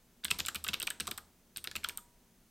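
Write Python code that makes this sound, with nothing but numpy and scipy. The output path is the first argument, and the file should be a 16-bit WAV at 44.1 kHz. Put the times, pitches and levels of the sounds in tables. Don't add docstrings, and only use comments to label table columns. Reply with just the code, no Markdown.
import sys
import numpy as np
from scipy import signal
from scipy.fft import rfft, irfft
from scipy.io import wavfile
from scipy.ndimage import uniform_filter1d

SR = 44100
rng = np.random.default_rng(int(sys.argv[2]) if len(sys.argv) > 2 else 0)


def master(y):
    cut = np.clip(np.atleast_2d(y).T, -1, 1)
    pcm = np.round(cut * 32767)
    wavfile.write(sys.argv[1], SR, pcm.astype(np.int16))


N = 110250

ATTACK_MS, GRAIN_HZ, UNEVEN_DB, UNEVEN_HZ = 0.15, 906, 2.5, 452
CAP_WIDTH_HZ, CASE_WIDTH_HZ, CLICK_WIDTH_HZ = 890, 300, 560
CASE_RING_TIMES = 1.86
RATTLE_DB, RATTLE_AFTER_S, RATTLE_SPREAD_S, RATTLE_DECAY_MS = -22.5, 0.005, 0.013, 0.64
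NEAR_T60_S, NEAR_DB, NEAR_DELAY_S, ROOM_DELAY_S = 0.068, -17.5, 0.006, 0.0083
KNOCK_OCTAVES, DESK_RISE_S, DESK_LOW_CUT_HZ = 0.91, 0.0027, 46.4
BOOM_HZ, BOOM_T60_S, BOOM_RISE_S = 78, 0.61, 0.00825
OVERTONE, OVERTONE_DB = 2.4, -21.5
HUSH_DB, RUMBLE_SIDE_DB, MIC_HISS_DB = -66, -21.5, -79.5
CUTOFF_HZ = 16300


def amp(db):
    return 10 ** (np.asarray(db) / 20)


def read(points, hz):
    point_hz, value = np.transpose(points)
    return np.interp(np.log(hz + 1), np.log(np.abs(point_hz) + 1), value)


def unit(x):
    return x / np.sqrt(np.mean(x ** 2) + 1e-30)


def add(mix, start_s, sound):
    part = mix[max(round(start_s * SR), 0):][:len(sound)]
    part += sound[:len(part)]


def bell(hz, centre_hz, width_hz):
    return 1 / (1 + ((hz - centre_hz) / width_hz) ** 2)


def die_away(t, t60_s):
    return np.exp(-np.log(1000) * t / t60_s)


def hush():
    # pitch_hz, level_db (per Hz)
    hush_spectrum = [(12, -28.5), (20, 10), (86, -12), (127, -6), (204, -6.5), (241, -0.5), (270, -12.5),
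                     (357, -10), (485, -15), (590, -16), (1000, -20), (1090, -21), (3740, -24.5),
                     (6180, -25), (16000, -26)]
    # pitch_hz, width_hz, level_db
    hum_bands = [(185, 8, -78.5), (256, 8, -93.5), (6300, 250, -86.5)]
    hz = np.fft.rfftfreq(N, 1 / SR)

    def noise(shape):
        return unit(irfft(rfft(rng.standard_normal(N)) * shape, N))

    out = amp(HUSH_DB) * noise(amp(read(hush_spectrum, hz)))
    for pitch_hz, width_hz, level_db in hum_bands:
        out += amp(level_db) * noise(bell(hz, pitch_hz, width_hz))
    return out


def impact(parts, decay_ms, size=2048):
    ms = np.arange(size) * 1000 / SR
    hz = abs(np.fft.fftfreq(size, 1 / SR))
    envelope = (1 - np.exp(-ms / ATTACK_MS)) * np.exp(-ms / decay_ms)
    burst = np.fft.fft(rng.standard_normal(size) * envelope)
    grain_bins = max(int(GRAIN_HZ * size / SR), 3)
    own_power = uniform_filter1d(abs(burst) ** 2, grain_bins, mode="wrap")
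    bumps = np.interp(hz / UNEVEN_HZ, np.arange(size), rng.standard_normal(size))
    uneven = amp(UNEVEN_DB * bumps)
    power = sum((amp(db) * unit(shape * uneven)) ** 2 for db, shape in parts(hz))
    power = power * 0.002 * SR
    log_gain = 0.5 * np.log(power / own_power + 1e-16)
    colour = np.exp(np.conj(signal.hilbert(log_gain)))
    return np.fft.ifft(burst * colour).real


def keycaps():
    # start_s, cap_db, cap_hz, case_db, case_hz, edge_db, decay_ms
    clack_strokes = [(0.235, -69, 3480, -49, 1480, -72, 2.2), (0.2387, -38.5, 3660, -52, 1520, -52, 2.3),
                     (0.251, -28.5, 3300, -34.5, 1600, -36, 1.8), (0.282, -38.5, 3360, -47, 1640, -62, 1.1),
                     (0.3041, -34, 2710, -44, 1390, -37, 2), (0.3124, -20, 2900, -38, 1270, -25, 1.75),
                     (0.3446, -56, 3260, -47, 1390, -45, 2.1), (0.3895, -40, 3400, -39.5, 1380, -32.5, 4.7),
                     (0.4033, -29, 2800, -40, 1320, -30, 1.46), (0.451, -37, 3300, -51, 1480, -41, 2.1),
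                     (0.4672, -37.5, 2860, -47, 1500, -36.5, 2.6),
                     (.4850, -30.5, 2600, -29, 1540, -32, 2.06),
                     (0.5508, -36.5, 2970, -40.5, 1500, -63, 1.2),
                     (0.5584, -31.5, 2800, -42, 1390, -37.5, 2.3),
                     (.6450, -37.5, 2940, -39.5, 1290, -36, 3.1), (0.666, -36, 2970, -35, 1590, -43, 3.7),
                     (0.6851, -39, 3540, -49, 1486, -48, 2.4), (0.6864, -27, 2820, -38, 1430, -30, 3.5),
                     (.7330, -31.5, 3160, -41, 1440, -40, 1.4), (0.7368, -35, 2700, -42, 1520, -43, 6.1),
                     (0.7414, -26, 2820, -38.5, 1380, -32.5, 1.5), (0.8037, -35, 2720, -47, 1490, -48, 3.1),
                     (0.8182, -32.5, 3160, -43, 1570, -38, 1.1),
                     (0.831, -34.5, 3750, -43.5, 1330, -42, 1.6), (0.8739, -26, 2850, -35, 1770, -53, 1.5),
                     (0.88, -57, 2800, -40, 1040, -50, 1.4), (0.9055, -35, 2850, -35.5, 1620, -53, 2.4),
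                     (0.9998, -43, 3280, -36, 1600, -31, 2.5), (1.0081, -33.5, 2900, -46, 1370, -38.5, 3),
                     (1.0545, -59, 2970, -50.5, 1370, -53, 2.5), (1.0756, -43, 3300, -32, 1360, -35.5, 1.9),
                     (1.087, -58, 3000, -50, 890, -45, 2.8), (1.114, -32, 3350, -38, 1490, -54, 2.2),
                     (1.1798, -54, 3000, -39, 1370, -45, 2.9),
                     (1.5611, -39.5, 3500, -50.5, 1500, -41.5, 2.8),
                     (1.5799, -44, 2880, -54.5, 1480, -43, 4.4), (1.6452, -41, 2880, -42, 1390, -44, 3.9),
                     (1.6731, -33, 3500, -36, 1780, -36.5, 1.3), (1.7134, -60, 3000, -44, 1720, -39, 1.9),
                     (1.754, -34, 2400, -38, 1500, -36.5, 2.1), (1.7657, -31, 2610, -54, 1390, -37, 0.94),
                     (1.8337, -44, 2500, -52, 1500, -56, 2.5), (1.8449, -27.5, 3270, -30, 1440, -40, 1.7),
                     (1.8945, -36, 2350, -43, 1560, -39, 2), (1.9787, -48, 3040, -44.5, 1232, -56, 3.2)]
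    # pitch_hz, level_db (per Hz)
    edge_spectrum = [(100, -6.5), (700, -14), (2000, -12.5), (3500, -1), (4300, -1.5), (5400, -4),
                     (6400, -8.5), (7700, -6.5), (8800, -6), (10200, -17), (12000, -12.5), (15000, -21.5),
                     (17000, -45)]
    # pitch_hz, gain_db
    shell_colour = [(100, -4), (800, 0), (1250, 1.5), (1600, 0), (1850, -3), (2150, 4), (2550, 5),
                    (3000, 1.5), (3400, 2.5), (4200, 2.5), (16000, 0)]
    out = np.zeros(N)

    def ring(hz, centre_hz, width_hz):
        less_bass = np.minimum(hz / centre_hz, 1)
        return bell(hz, centre_hz, width_hz) * less_bass * amp(read(shell_colour, hz))

    for start_s, cap_db, cap_hz, case_db, case_hz, edge_db, decay_ms in clack_strokes:
        def cap(hz):
            edge = amp(read(edge_spectrum, hz) + read(shell_colour, hz))
            return [(cap_db, ring(hz, cap_hz, CAP_WIDTH_HZ)), (edge_db, edge)]

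        def case(hz):
            return [(case_db, ring(hz, case_hz, CASE_WIDTH_HZ))]

        add(out, start_s, impact(cap, decay_ms))
        add(out, start_s, impact(case, decay_ms * CASE_RING_TIMES))
        rattle_s = start_s + RATTLE_AFTER_S + RATTLE_SPREAD_S * rng.random()
        add(out, rattle_s, amp(RATTLE_DB) * impact(cap, RATTLE_DECAY_MS))
    return out


def scatter(x):
    t = np.arange(SR // 8) / SR
    near = rng.standard_normal(len(t)) * (t > NEAR_DELAY_S) * die_away(t, NEAR_T60_S)
    return amp(NEAR_DB) * signal.fftconvolve(x, near / np.linalg.norm(near))[:N]


def room(x, size=128):
    # pitch_hz, t60_s (time to fall 60 dB)
    room_decay = [(200, 0.6), (1300, 0.38), (2700, 0.35), (4500, 0.3), (8300, 0.33), (12000, .22),
                  (15000, 0.1)]
    # pitch_hz, gain_db
    tail_colour = [(200, 9), (1300, -13.5), (2700, -18.5), (4500, -13), (6500, -10.5), (8300, -16.5),
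                   (10000, -13.5), (15000, -14)]
    hz, when_s, bands = signal.stft(x, SR, nperseg=size)
    keep = np.exp(-2 * np.log(1000) * when_s[1] / read(room_decay, hz))
    energy = np.array([signal.lfilter([1 - k], [1, -k], abs(band) ** 2) for k, band in zip(keep, bands)])
    noise = signal.stft(rng.standard_normal(N), SR, nperseg=size)[2]
    field = noise / noise.std() * np.sqrt(energy) * amp(read(tail_colour, hz))[:, None]
    out = np.zeros(N)
    add(out, ROOM_DELAY_S, signal.istft(field, SR, nperseg=size)[1])
    return out


def desk():
    # start_s, knock_db, centre_hz, boom_db
    thump_strokes = [(0.244, -49, 203, -56), (.312, -42, 178, -49.5), (0.39, -45, 435, -61),
                     (0.405, -51, 180, -55), (0.463, -67, 170, -54), (.485, -60, 250, -69),
                     (0.557, -48, 222, -50), (.667, -49, 390, -50), (0.69, -40.5, 235, -55.5),
                     (0.737, -51, 298, -60), (0.814, -52.5, 348, -68.5), (0.829, -44.5, 330, -69),
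                     (0.903, -59, 480, -75), (1.001, -42.5, 320, -58.5), (1.012, -46, 220, -58),
                     (1.080, -42, 600, -64), (1.086, -42.5, 313, -58), (1.116, -46.5, 300, -70),
                     (1.179, -67, 276, -68.5), (1.565, -55.5, 200, -61.5), (1.673, -48.5, 410, -62),
                     (1.755, -45, 262, -51.5), (1.80, -60, 380, -66), (1.845, -58, 345, -74),
                     (1.892, -53, 386, -67)]
    # pitch_hz, level_db (against each other), t60_s
    desk_modes = [(125, -1.5, .13), (158, -2.5, 0.097), (194.4, -2, 0.1), (212, 0, 0.12), (250, -9, 0.11),
                  (305, -7, 0.13), (330, -1.5, 0.09), (408.4, -2.5, 0.091), (474, -5, .1), (520, -11, 0.17),
                  (634, -6.5, .07), (731, 2.5, .06)]
    out, t = np.zeros(N), np.arange(SR // 2) / SR
    hz, db, t60_s = np.transpose(desk_modes)[:, :, None]
    boom = np.sin(2 * np.pi * BOOM_HZ * t) * die_away(t, BOOM_T60_S)
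    boom = np.minimum(t / BOOM_RISE_S, 1) * boom
    for start_s, knock_db, centre_hz, boom_db in thump_strokes:
        weight = amp(db) * bell(np.log2(hz), np.log2(centre_hz), KNOCK_OCTAVES)
        modes = np.sin(2 * np.pi * (hz * t + rng.random(hz.shape))) * die_away(t, t60_s)
        knock = (weight * modes).sum(0) / np.linalg.norm(weight)
        knock = np.minimum(t / DESK_RISE_S, 1) * knock
        add(out, start_s, amp(knock_db) * knock + amp(boom_db) * boom)
    low_cut = signal.butter(2, DESK_LOW_CUT_HZ, "high", fs=SR, output="sos")
    return signal.sosfilt(low_cut, out)


def switches():
    # start_s, ring_db, ring_hz, stem_db, treble_db, decay_ms
    click_strokes = [(0.2459, -28.5, 8470, -40.5, -34, 1.6), (0.309, -27, 8400, -37.5, -35.5, .8),
                     (.3869, -47, 9000, -48, -37.5, 1.3), (0.3993, -34, 7200, -34.5, -38, 0.7),
                     (0.4617, -32, 7750, -41, -36.5, 0.59), (.4834, -31.5, 7720, -37.5, -36, 2.7),
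                     (0.5466, -37, 8000, -40.5, -40, 1), (0.5561, -38.5, 8700, -39.5, -35, 0.75),
                     (.6410, -35, 8430, -50, -35, 0.61), (0.6804, -34.5, 7860, -46, -38.5, 0.85),
                     (.7380, -80, 8400, -34, -38.5, 0.67), (0.8002, -31.5, 8370, -47, -39.5, 0.45),
                     (0.8274, -33, 8530, -37, -34.5, 1.2), (0.8706, -33.5, 8200, -35, -40.5, 2.6),
                     (0.903, -31.5, 8130, -39, -37.5, 1.7), (1.0054, -31, 8520, -34.5, -39, 0.58),
                     (1.0704, -37, 7860, -39, -41.5, 1.6), (1.0768, -34.5, 8600, -37.5, -43, 0.58),
                     (1.1116, -35, 8180, -47, -37, 1.3), (1.1768, -40, 8340, -42, -40, 1.7),
                     (1.1795, -42.5, 8160, -51, -52, 3.1), (1.5712, -34.5, 8500, -39.5, -37.5, 1.1),
                     (1.5776, -56, 8400, -57, -54, 1), (1.6418, -39.5, 8500, -43, -37, 0.61),
                     (1.7613, -37.5, 7840, -37.5, -37, 0.61), (1.8413, -37.5, 8000, -46, -40, 1.7),
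                     (1.8876, -34, 8550, -38, -35.5, 0.82), (1.9741, -32.5, 8320, -45.5, -35.5, 0.9)]
    # pitch_hz, level_db (per Hz)
    stem_spectrum = [(100, -18.5), (1000, -9.5), (1900, -8), (2700, -10.5), (3600, 3.5), (5300, -5.5),
                     (6200, -5), (8000, -31), (16000, -50)]
    # pitch_hz, level_db (per Hz)
    treble_spectrum = [(100, -47), (7000, -48), (10000, -11.5), (11000, -5), (12500, -2), (14200, -2.5),
                       (15500, -14.5), (17000, -20)]
    out = np.zeros(N)
    for start_s, ring_db, ring_hz, stem_db, treble_db, decay_ms in click_strokes:
        def click(hz):
            return [(ring_db, bell(hz, ring_hz, CLICK_WIDTH_HZ)),
                    (stem_db, amp(read(stem_spectrum, hz))),
                    (treble_db, amp(read(treble_spectrum, hz)))]

        add(out, start_s, impact(click, decay_ms))
    return out


def springs():
    # start_s, level_db, pitch_hz, t60_s
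    spring_pings = [(0.315, -55, 980, 0.32), (.686, -55, 980, .3), (0.904, -62, 950, 0.34),
                    (1.182, -53, 1240, 0.16), (1.846, -58.5, 959, 0.68), (1.980, -61.5, 959, 0.8),
                    (1.975, -61, 3480, 0.17)]
    out, t = np.zeros(N), np.arange(SR) / SR
    for start_s, level_db, pitch_hz, t60_s in spring_pings:
        main = np.sin(2 * np.pi * pitch_hz * t)
        overtone = amp(OVERTONE_DB) * np.sin(2 * np.pi * OVERTONE * pitch_hz * t)
        add(out, start_s, amp(level_db) * (main + overtone) * die_away(t, t60_s))
    return out


def scene():
    keys = switches() + keycaps()
    mid = keys + scatter(keys) + room(keys) + desk() + springs() + hush()
    side = amp(RUMBLE_SIDE_DB) * hush() + amp(MIC_HISS_DB) * rng.standard_normal(N)
    return np.array([mid + side, mid - side])


def record(dry):
    low_pass = signal.firwin(201, CUTOFF_HZ, window=("kaiser", 8), fs=SR)
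    return signal.oaconvolve(dry, low_pass[None], "same")


dry = scene()
out = record(dry)
master(out)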